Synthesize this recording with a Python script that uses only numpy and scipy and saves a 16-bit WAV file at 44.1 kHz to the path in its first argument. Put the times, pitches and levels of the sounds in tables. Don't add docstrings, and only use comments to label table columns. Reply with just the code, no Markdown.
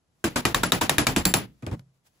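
import sys
import numpy as np
from scipy import signal
from scipy.fft import rfft, irfft
from scipy.io import wavfile
from scipy.ndimage import uniform_filter1d, minimum_filter1d, map_coordinates

SR = 44100
rng = np.random.default_rng(int(sys.argv[2]) if len(sys.argv) > 2 else 0)


def transcribe(signal):
    frames = np.atleast_2d(signal).T
    limited = np.clip(frames, -1, 1)
    pcm = np.round(limited * 32767).astype(np.int16)
    wavfile.write(sys.argv[1], SR, pcm)


def natural_amplitude(level_db):
    exponent = np.asarray(level_db, float) / 20
    return 10 ** exponent


N = 97020
SPAN = 22050

# pitch_hz, level_db per Hz
HUM = [(15, -29), (30, -6), (130, 2.5), (300, -7.5), (900, -13.5), (2300, -22), (10400, -25), (16500, -46)]
HUM_DB = -71.5
# pitch_hz, level_db per Hz
CLOTH = [(240, -42), (400, -24.5), (467, -10.5), (10700, -15.5), (15700, -21), (16500, -36.5)]
# time_s, level_db
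SLEEVE = [
    (0, -99),
    (.2, -77),
    (1.81, -74.5),
    (1.84, -104),
    (1.9, -82),
    (2.03, -81.5),
    (2.055, -72),
    (2.072, -64),
    (2.09, -74),
    (2.2, -72.5),
]

# pitch_hz, likeness (0 to 1)
ALIKE = [(60, 1), (380, 0.56), (1500, 0.073), (5000, 0.11), (7500, 0.51), (12000, .93)]
# pitch_hz, left_lead_radians
PORT_LEAD = [(6900, 0), (9050, -np.pi), (11150, -2 * np.pi), (13300, -3 * np.pi), (15400, -4 * np.pi),
             (17000, -4.7 * np.pi)]
# pitch_hz, left_over_right_db
LEFT_OVER_RIGHT = [(60, 1), (180, -1.5), (550, 0.0), (1650, 1.5), (4970, 3), (15000, -3)]

# pitch_hz, level_db per Hz
ROOM = [(60, -38.5), (100, -6), (1000, -8.5), (4100, -18), (7600, -19), (11000, -23.5), (15500, -30.5),
        (16800, -64)]
# pitch_hz, t60_s
ROOM_T60 = [(150, 0.52), (500, 0.25), (1200, 0.22), (3000, 0.26), (8000, 0.17), (15000, 0.27)]
ROOM_RISE_S = 0.0031

# start_s, pitch_hz, level_db, t60_s
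KNOCKS = [(1.375, 116.5, -26, 0.23), (1.46, 60, -53, 0.46), (1.625, 244, -27.5, 0.082),
          (1.626, 122, -26, 0.16), (1.63, 2460, -42, .02), (1.666, 2080, -38.5, 0.028),
          (1.667, 165, -30.5, 0.11), (1.668, 92.4, -22, 0.15), (1.671, 715, -28.5, 0.024),
          (1.686, 2440, -44, 0.036), (1.714, 850, -34, 0.029), (1.718, 118.9, -23, 0.24),
          (1.724, 173.8, -31.5, 0.31), (1.732, 475, -37.5, .05), (1.756, 218, -34, 0.088)]
# start_s, tick_db, boom_db, clatter_db
LAID = [
    (1.624, -45.5, -34, -37),
    (1.665, -30, -25, -29),
    (1.713, -41.5, -28, -30.5),
    (1.723, -59, -25, -32.5),
    (1.734, -57, -35, -37.5),
]
# start_s, tick_db, boom_db, clatter_db
SETTLING = [
    (1.794, -45, -46.5, -61),
    (1.815, -77, -54.5, -72),
]
# pitch_hz, level_db, t60_s
BENCH_TOP = [(60, -2, 0.17), (79, -22, 0.11), (105, 4.5, 0.18), (131.7, -2.5, 0.23), (160.7, 2, 0.24),
             (261.3, -4.5, 0.1), (362, -9, 0.06), (546, -13, 0.055)]
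# pitch_hz, level_db, t60_s
DRONE = [(132, -43.5, 0.47), (165, -49.5, 0.34)]
# pitch_hz, level_db per Hz
CLATTER = [(120, -44.5), (200, -9.5), (6320, -50), (8970, -47), (11600, -58), (15600, -56), (16500, -82.5)]
CLATTER_T60_S = 0.16
LAID_CUT_S, LAID_CUT_DB = 1.754, -9.5

# start_s, peak_db, then over the peak bench_boom_db, head_ring_db, part_clank_db
BLOWS = [(0.242, -11.5, -10.5, -22.5, -39), (0.359, -8.5, -18, -28.5, -44), (0.453, -5, -18, -33, -30),
         (0.546, -5.5, -26, -28, -11), (0.633, -2.5, -19, -30, -21), (0.721, -5, -23, -26.5, -11),
         (0.811, -4, -18.5, -30, -3), (0.895, -1, -29, -40, -16), (0.983, -4, -16.5, -26.5, -16.5),
         (1.069, -3, -19, -29.5, -25.5), (1.163, -8.5, -8, -22.5, -37), (1.254, -8, -12, -12, -19.5),
         (1.34, -4.5, -20, -22, -16.5)]
# tail_kept_s, drop_db, room_db over the peak, crack_rise_s
CUTS = [(0.05, -6, -10.5, 0.0008), (0.054, -11, -11.5, 0.0019), (.08, -7.5, -15.5, 0.00035),
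        (0.096, -8, -16, 0.0009), (0.079, -8, -19.5, 0.0032), (0.075, -10.5, -13, 0.0005),
        (0.062, -6, -14.5, 0.0079), (0.083, -4.5, -20, 0.0012), (.068, -8.5, -13.5, 0.0004),
        (0.0745, -5.5, -16.5, 0.00045), (.064, -6.5, -11.5, 0.00055), (0.077, -10.5, -13.5, 0.00028),
        (0.1236, -10.5, -14, 0.00027)]
CUT_FADE_S, CUT_GAP_S, CUT_RETURN = 0.0029, 0.0078, 0.35
# swell_s, brightness_db per octave
BOOMS = [(0.0029, 6.5), (0.0016, 2), (0.0016, 5.5), (.01, -2), (0.002, 5), (0.033, -4), (0.0057, 1.5),
         (0.0095, -1.5), (0.0017, 3), (0.02, -0.5), (0.0022, 2.5), (0.0067, 2.5), (0.0078, 1.5)]
SNAP_LEVELS = [1, 0, -3, -3, -0.5, -2.5, 1.5, -1.5, -2, -3.5, 0, 7.5, 3.5]
# pitch_hz, level_db over the peak, pitch_hz, level_db
CLANKS = [(840, -14.5, 1591, -9.5), (850, -16.5, 1500, -11.5), (1207, -16, 1930, -11),
          (1124, -12.5, 1750, -10.5), (960, -14, 1400, -8.5), (1378, -15, 3880, -14), (1068, -15, 960, -4),
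          (946, -21, 1800, -17.5), (1260, -19, 2400, -30), (1290, -16.5, 2300, -15.5),
          (1550, -15.5, 1400, -16.5), (3370, -18, 4300, -14.5), (983, -15.5, 2492, -15.5)]
CLANK_T60_S, CLANK_PAIR = 0.035, 0.04
# pitch_hz, level_db over the peak, pitch_hz, level_db
THUDS = [(306.6, -19.5, 180, -22), (245, -19, 230, -28.5), (330.3, -29.5, 67, -26), (135.4, -24, 188, -31),
         (180, -24, 260, -28.5), (179.5, -23, 160, -32), (218, -25, 275, -23), (276, -29, 150, -31),
         (225, -26, 129, -26), (127, -25.5, 260, -24.5), (175.8, -18, 78, -18.5), (181.9, -11.5, 59, -24),
         (193, -23, 120, -29)]
THUD_T60_S, THUD_RISE_S = 0.33, 0.011
# pitch_hz, level_db per Hz
CRACK = [(120, -34), (200, -3), (3130, -3.5), (3770, -8), (4970, -8), (7880, -14), (8970, -16.5),
         (11400, -12), (16500, -51)]
CRACK_DB, CRACK_T60_S = -8, 0.025
LEAD_IN_DB, LEAD_IN_S = -27, 0.0006
# pitch_hz, level_db per Hz
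SNAP = [(1500, -35), (3000, -11), (8000, 4.5), (11000, 0.5), (15500, -5), (16500, -22.5), (17200, -35)]
SNAP_DB, SNAP_T60_S = -7, 0.024
# pitch_hz, level_db, t60_s
PART = [(1210, 0, 0.028), (1630, -2.5, 0.099), (2100, -4.5, 0.03), (2410, 1.5, 0.041), (5800, -24, 0.0085)]
PART_DB = -24.5
# pitch_hz, level_db, t60_s
FLANGE = [(3731, 9.5, 0.014)]
# pitch_hz, level_db, t60_s
BENCH = [(40, -5, 0.56), (70, 0, 0.19), (105, -9.5, 0.16), (122.3, -10, 0.3), (179.2, -7, 0.15),
         (220, -0.5, 0.12), (284.7, -1.5, 0.15), (324, -0.5, 0.12), (431, 1, 0.017)]
BENCH_DB = -7
HEAD_HZ = [4542, 7500, 7420, 10958, 11000, 10915, 12260, 14386, 15045, 15145]
HEAD_LEVELS = [-9.5, -4.5, -9.5, -4, -9.5, -4, -15, -18, -10, -7]
HEAD_DB, HEAD_T60_S = -1, 0.045
HEAD_ECHO_DB, HEAD_ECHO_T60_S = 5, 0.15

# from_hz, to_hz
STARVED_MID = [(8600, 9500), (12700, 13900), (15800, 17200)]
# from_hz, to_hz
STARVED_SIDE = [(6750, 7100), (10400, 11900), (14600, 17200)]
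# from_hz, to_hz
WEAK = [(8200, 8600), (9500, 9900), (9900, 10400), (11300, 11900), (11900, 12400), (12400, 12700),
        (12700, 13200), (13200, 13900), (13900, 14250), (14250, 14600), (14600, 14900), (14900, 15350),
        (15350, 15800)]
# from_s, to_s
SPARED = [
    (.48, .525),
    (.83, .87),
    (1.015, 1.05),
]
SPARED_DB, MASKED_DB, FAINT_DB, ATTACK_DB = -10.5, -12.5, -110, 6


def unit(x):
    return x / np.sqrt(np.mean(x ** 2) + 1e-20)


def along(points, hz):
    point_hz, value = np.transpose(points)
    return np.interp(np.log(hz + 1), np.log(point_hz + 1), value)


def ports(hz):
    left = natural_amplitude(along(LEFT_OVER_RIGHT, hz) / 2) * np.exp(0.5j * along(PORT_LEAD, hz))
    return np.array([left, 1 / left])


def rush(spectrum, size=SPAN, apart=1):
    hz = np.fft.rfftfreq(size, 1 / SR)
    a, b = rfft(rng.standard_normal((2, size))) * natural_amplitude(along(spectrum, hz))
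    likeness = np.clip(along(ALIKE, hz), 0, 1)
    turn = np.clip(apart * np.arccos(likeness) / 2, 0, np.pi / 4)
    left = np.cos(turn) * a + np.sin(turn) * b
    right = np.cos(turn) * a - np.sin(turn) * b
    return unit(irfft(ports(hz) * [left, right], size))


def burst(rise_s, t60):
    t = np.arange(SPAN) / SR
    return (1 - np.exp(-(t / rise_s) ** 2)) * natural_amplitude(-60 * t / t60)


def ring(modes, rise_s, scatter_db, detune, tilt_db=0):
    hz, db, t60 = np.transpose(modes)[..., None]
    t = np.arange(SPAN) / SR
    pitch_luck, level_luck, phase_luck = rng.standard_normal((3, len(modes), 1))
    hz = hz * (1 + detune * pitch_luck)
    tilt = tilt_db * np.log2(hz / 130)
    size = natural_amplitude(db + scatter_db * level_luck + tilt - 60 * t / t60)
    wave = size * np.exp(2j * np.pi * (hz * t + phase_luck))
    return (ports(hz) * wave).imag.sum(1) * (1 - np.exp(-(t / rise_s) ** 2))


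def add(out, s, x):
    out[:, round(s * SR):][:, :SPAN] += x


def step(t, s):
    return (1 + np.tanh((t - s) / CUT_FADE_S)) / 2


def scene_change(kept, drop_db):
    t = np.arange(SPAN) / SR
    return natural_amplitude(drop_db * (step(t, kept) - CUT_RETURN * step(t, kept + CUT_GAP_S)))


def quiet():
    t = np.arange(N) / SR
    slow_and_fast = [[0 * t, 0 * t + 1], [8 * t, 35 * t]]
    hum_waver, cloth_waver = map_coordinates(rng.standard_normal((2, 90)), slow_and_fast)
    cloth_db = np.interp(t, *np.transpose(SLEEVE))
    hum = natural_amplitude(HUM_DB + 1.5 * hum_waver) * rush(HUM, size=N)
    return hum + natural_amplitude(cloth_db + 1.7 * cloth_waver) * rush(CLOTH, size=N)


def garage(apart=1):
    hz, t, z = signal.stft(rush(ROOM, apart=apart), SR, nperseg=512)
    decay = natural_amplitude(-60 * t / along(ROOM_T60, hz)[:, None])
    tail = signal.istft(z * decay, SR, nperseg=512)[1][:, :SPAN]
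    return tail * burst(ROOM_RISE_S, 100)


def knocks():
    out, t = np.zeros((2, N + SPAN)), np.arange(SPAN) / SR
    for s, hz, db, t60 in KNOCKS:
        trim = natural_amplitude(LAID_CUT_DB * step(t, LAID_CUT_S - s) * (s < LAID_CUT_S))
        add(out, s, ring([(hz, db, t60)], 1 / hz, 0, 0) * trim)
    return out[:, :N]


def contacts(rows):
    out = np.zeros((2, N + SPAN))
    for s, tick_db, boom_db, clatter_db in rows:
        tick = natural_amplitude(tick_db) * rush(CRACK) * burst(0.0003, 0.018)
        clatter = natural_amplitude(clatter_db) * rush(CLATTER) * burst(0.0033, CLATTER_T60_S)
        boom = natural_amplitude(boom_db - 8) * ring(BENCH_TOP, 0.0057, scatter_db=4.5, detune=0.015)
        add(out, s, tick + clatter + boom)
    return out[:, :N]


def laid_down():
    drone = np.zeros((2, N + SPAN))
    add(drone, LAID_CUT_S, ring(DRONE, 0.01, scatter_db=0, detune=0))
    trim = natural_amplitude(LAID_CUT_DB * step(np.arange(N) / SR, LAID_CUT_S))
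    return contacts(LAID) * trim + contacts(SETTLING) + drone[:, :N]


def struck_spot():
    out = np.zeros((2, N + SPAN))
    for (s, db, *_), (kept, drop_db, _, rise), clank, thud in zip(BLOWS, CUTS, CLANKS, THUDS):
        twins = [(hz * (1 + side * CLANK_PAIR), level, CLANK_T60_S)
                 for hz, level in np.reshape(clank, (2, 2)) for side in (-0.5, 0.5)]
        low = [(hz, level, THUD_T60_S) for hz, level in np.reshape(thud, (2, 2))]
        sound = ring(twins, rise, 0, 0) + ring(low, THUD_RISE_S, 0, 0)
        add(out, s - 0.001, natural_amplitude(db) * scene_change(kept, drop_db) * sound)
    return out[:, :N]


def head_ring():
    modes = [(hz, db, HEAD_T60_S) for hz, db in zip(HEAD_HZ, HEAD_LEVELS)]
    direct = ring(modes, 0.00056, scatter_db=2.5, detune=0.0012)
    walls = rng.standard_normal(SPAN) * burst(0.011, HEAD_ECHO_T60_S)
    walls = walls[None] / np.linalg.norm(walls)
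    return direct + natural_amplitude(HEAD_ECHO_DB) * signal.fftconvolve(direct, walls, axes=1)[:, :SPAN]


def hammer():
    out, t = np.zeros((2, N + SPAN)), np.arange(SPAN) / SR
    for blow, cut, (swell, tilt_db), square_db in zip(BLOWS, CUTS, BOOMS, SNAP_LEVELS):
        s, db, boom_db, ring_db, clank_db = blow
        kept, drop_db, room_db, rise = cut
        crack = natural_amplitude(CRACK_DB) * rush(CRACK, apart=0.82) * burst(rise, CRACK_T60_S)
        snap_db = SNAP_DB + square_db + 0.23 * (clank_db + 11.5)
        snap = natural_amplitude(snap_db) * rush(SNAP, apart=0.59) * burst(rise, SNAP_T60_S)
        part = natural_amplitude(PART_DB) * ring(PART, rise, scatter_db=4.5, detune=0.019)
        flange = natural_amplitude(clank_db) * ring(FLANGE, rise, scatter_db=1, detune=0.007)
        head = natural_amplitude(ring_db + HEAD_DB) * head_ring()
        room = natural_amplitude(room_db) * garage()
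        boom = natural_amplitude(boom_db + BENCH_DB) * ring(BENCH, swell, scatter_db=3, detune=0.04, tilt_db=tilt_db)
        sound = crack + snap + part + flange + head + room + boom
        add(out, s - 0.001, natural_amplitude(db) * sound * scene_change(kept, drop_db))
        lead_in = rush(CRACK) * np.exp(-np.abs(t - 0.02) / LEAD_IN_S)
        add(out, s - 0.02, natural_amplitude(db + LEAD_IN_DB) * lead_in)
    return out[:, :N]


def scene():
    return hammer() + laid_down() + quiet() + struck_spot() + knocks()


def hold_blocks(values):
    count = values.shape[-1]
    frame = np.minimum(np.arange(count), count // 8 * 8 - 1)
    return np.repeat(values[..., 4::8], 8, axis=-1)[..., frame]


def thin_treble(x):
    mid_side = np.array([x[0] + x[1], x[0] - x[1]]) / 2
    hz, t, z = signal.stft(mid_side, SR, nperseg=512, noverlap=384)
    power = np.abs(z) ** 2 + 1e-20
    treble = power[:, hz > 3000].mean((0, 1))
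    attack = treble / np.roll(treble, 2) > natural_amplitude(2 * ATTACK_DB)
    held = -minimum_filter1d(-1.0 * attack, size=3) > 0
    spared = np.any([(t > a) & (t < b) for a, b in SPARED], axis=0)
    for channel, bands in enumerate([STARVED_MID, STARVED_SIDE]):
        for lo, hi in bands:
            z[channel, (hz > lo) & (hz < hi)] *= np.maximum(held, natural_amplitude(SPARED_DB) * spared)
    smooth = uniform_filter1d(power, size=8, axis=2)
    masker = smooth[:, (hz > 6000) & (hz < 16000)].max((0, 1))
    for lo, hi in WEAK:
        band = (hz > lo) & (hz < hi)
        level = smooth[:, band].max(1)
        audible = (level > natural_amplitude(2 * MASKED_DB) * masker) & (level > natural_amplitude(2 * FAINT_DB))
        z[:, band] *= (held | hold_blocks(audible))[:, None]
    z = z * (hz < 16900)[:, None]
    mid, side = signal.istft(z, SR, nperseg=512, noverlap=384)[1][:, :N]
    return np.array([mid + side, mid - side])


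def top_cut(x):
    return signal.sosfilt(signal.butter(12, 17160, fs=SR, output="sos"), x)


def record(dry):
    soft = dry / (1 + np.abs(dry / 0.95) ** 6) ** (1 / 6)
    mix = thin_treble(soft)
    return top_cut(mix)


dry = scene()
out = record(dry)
transcribe(out)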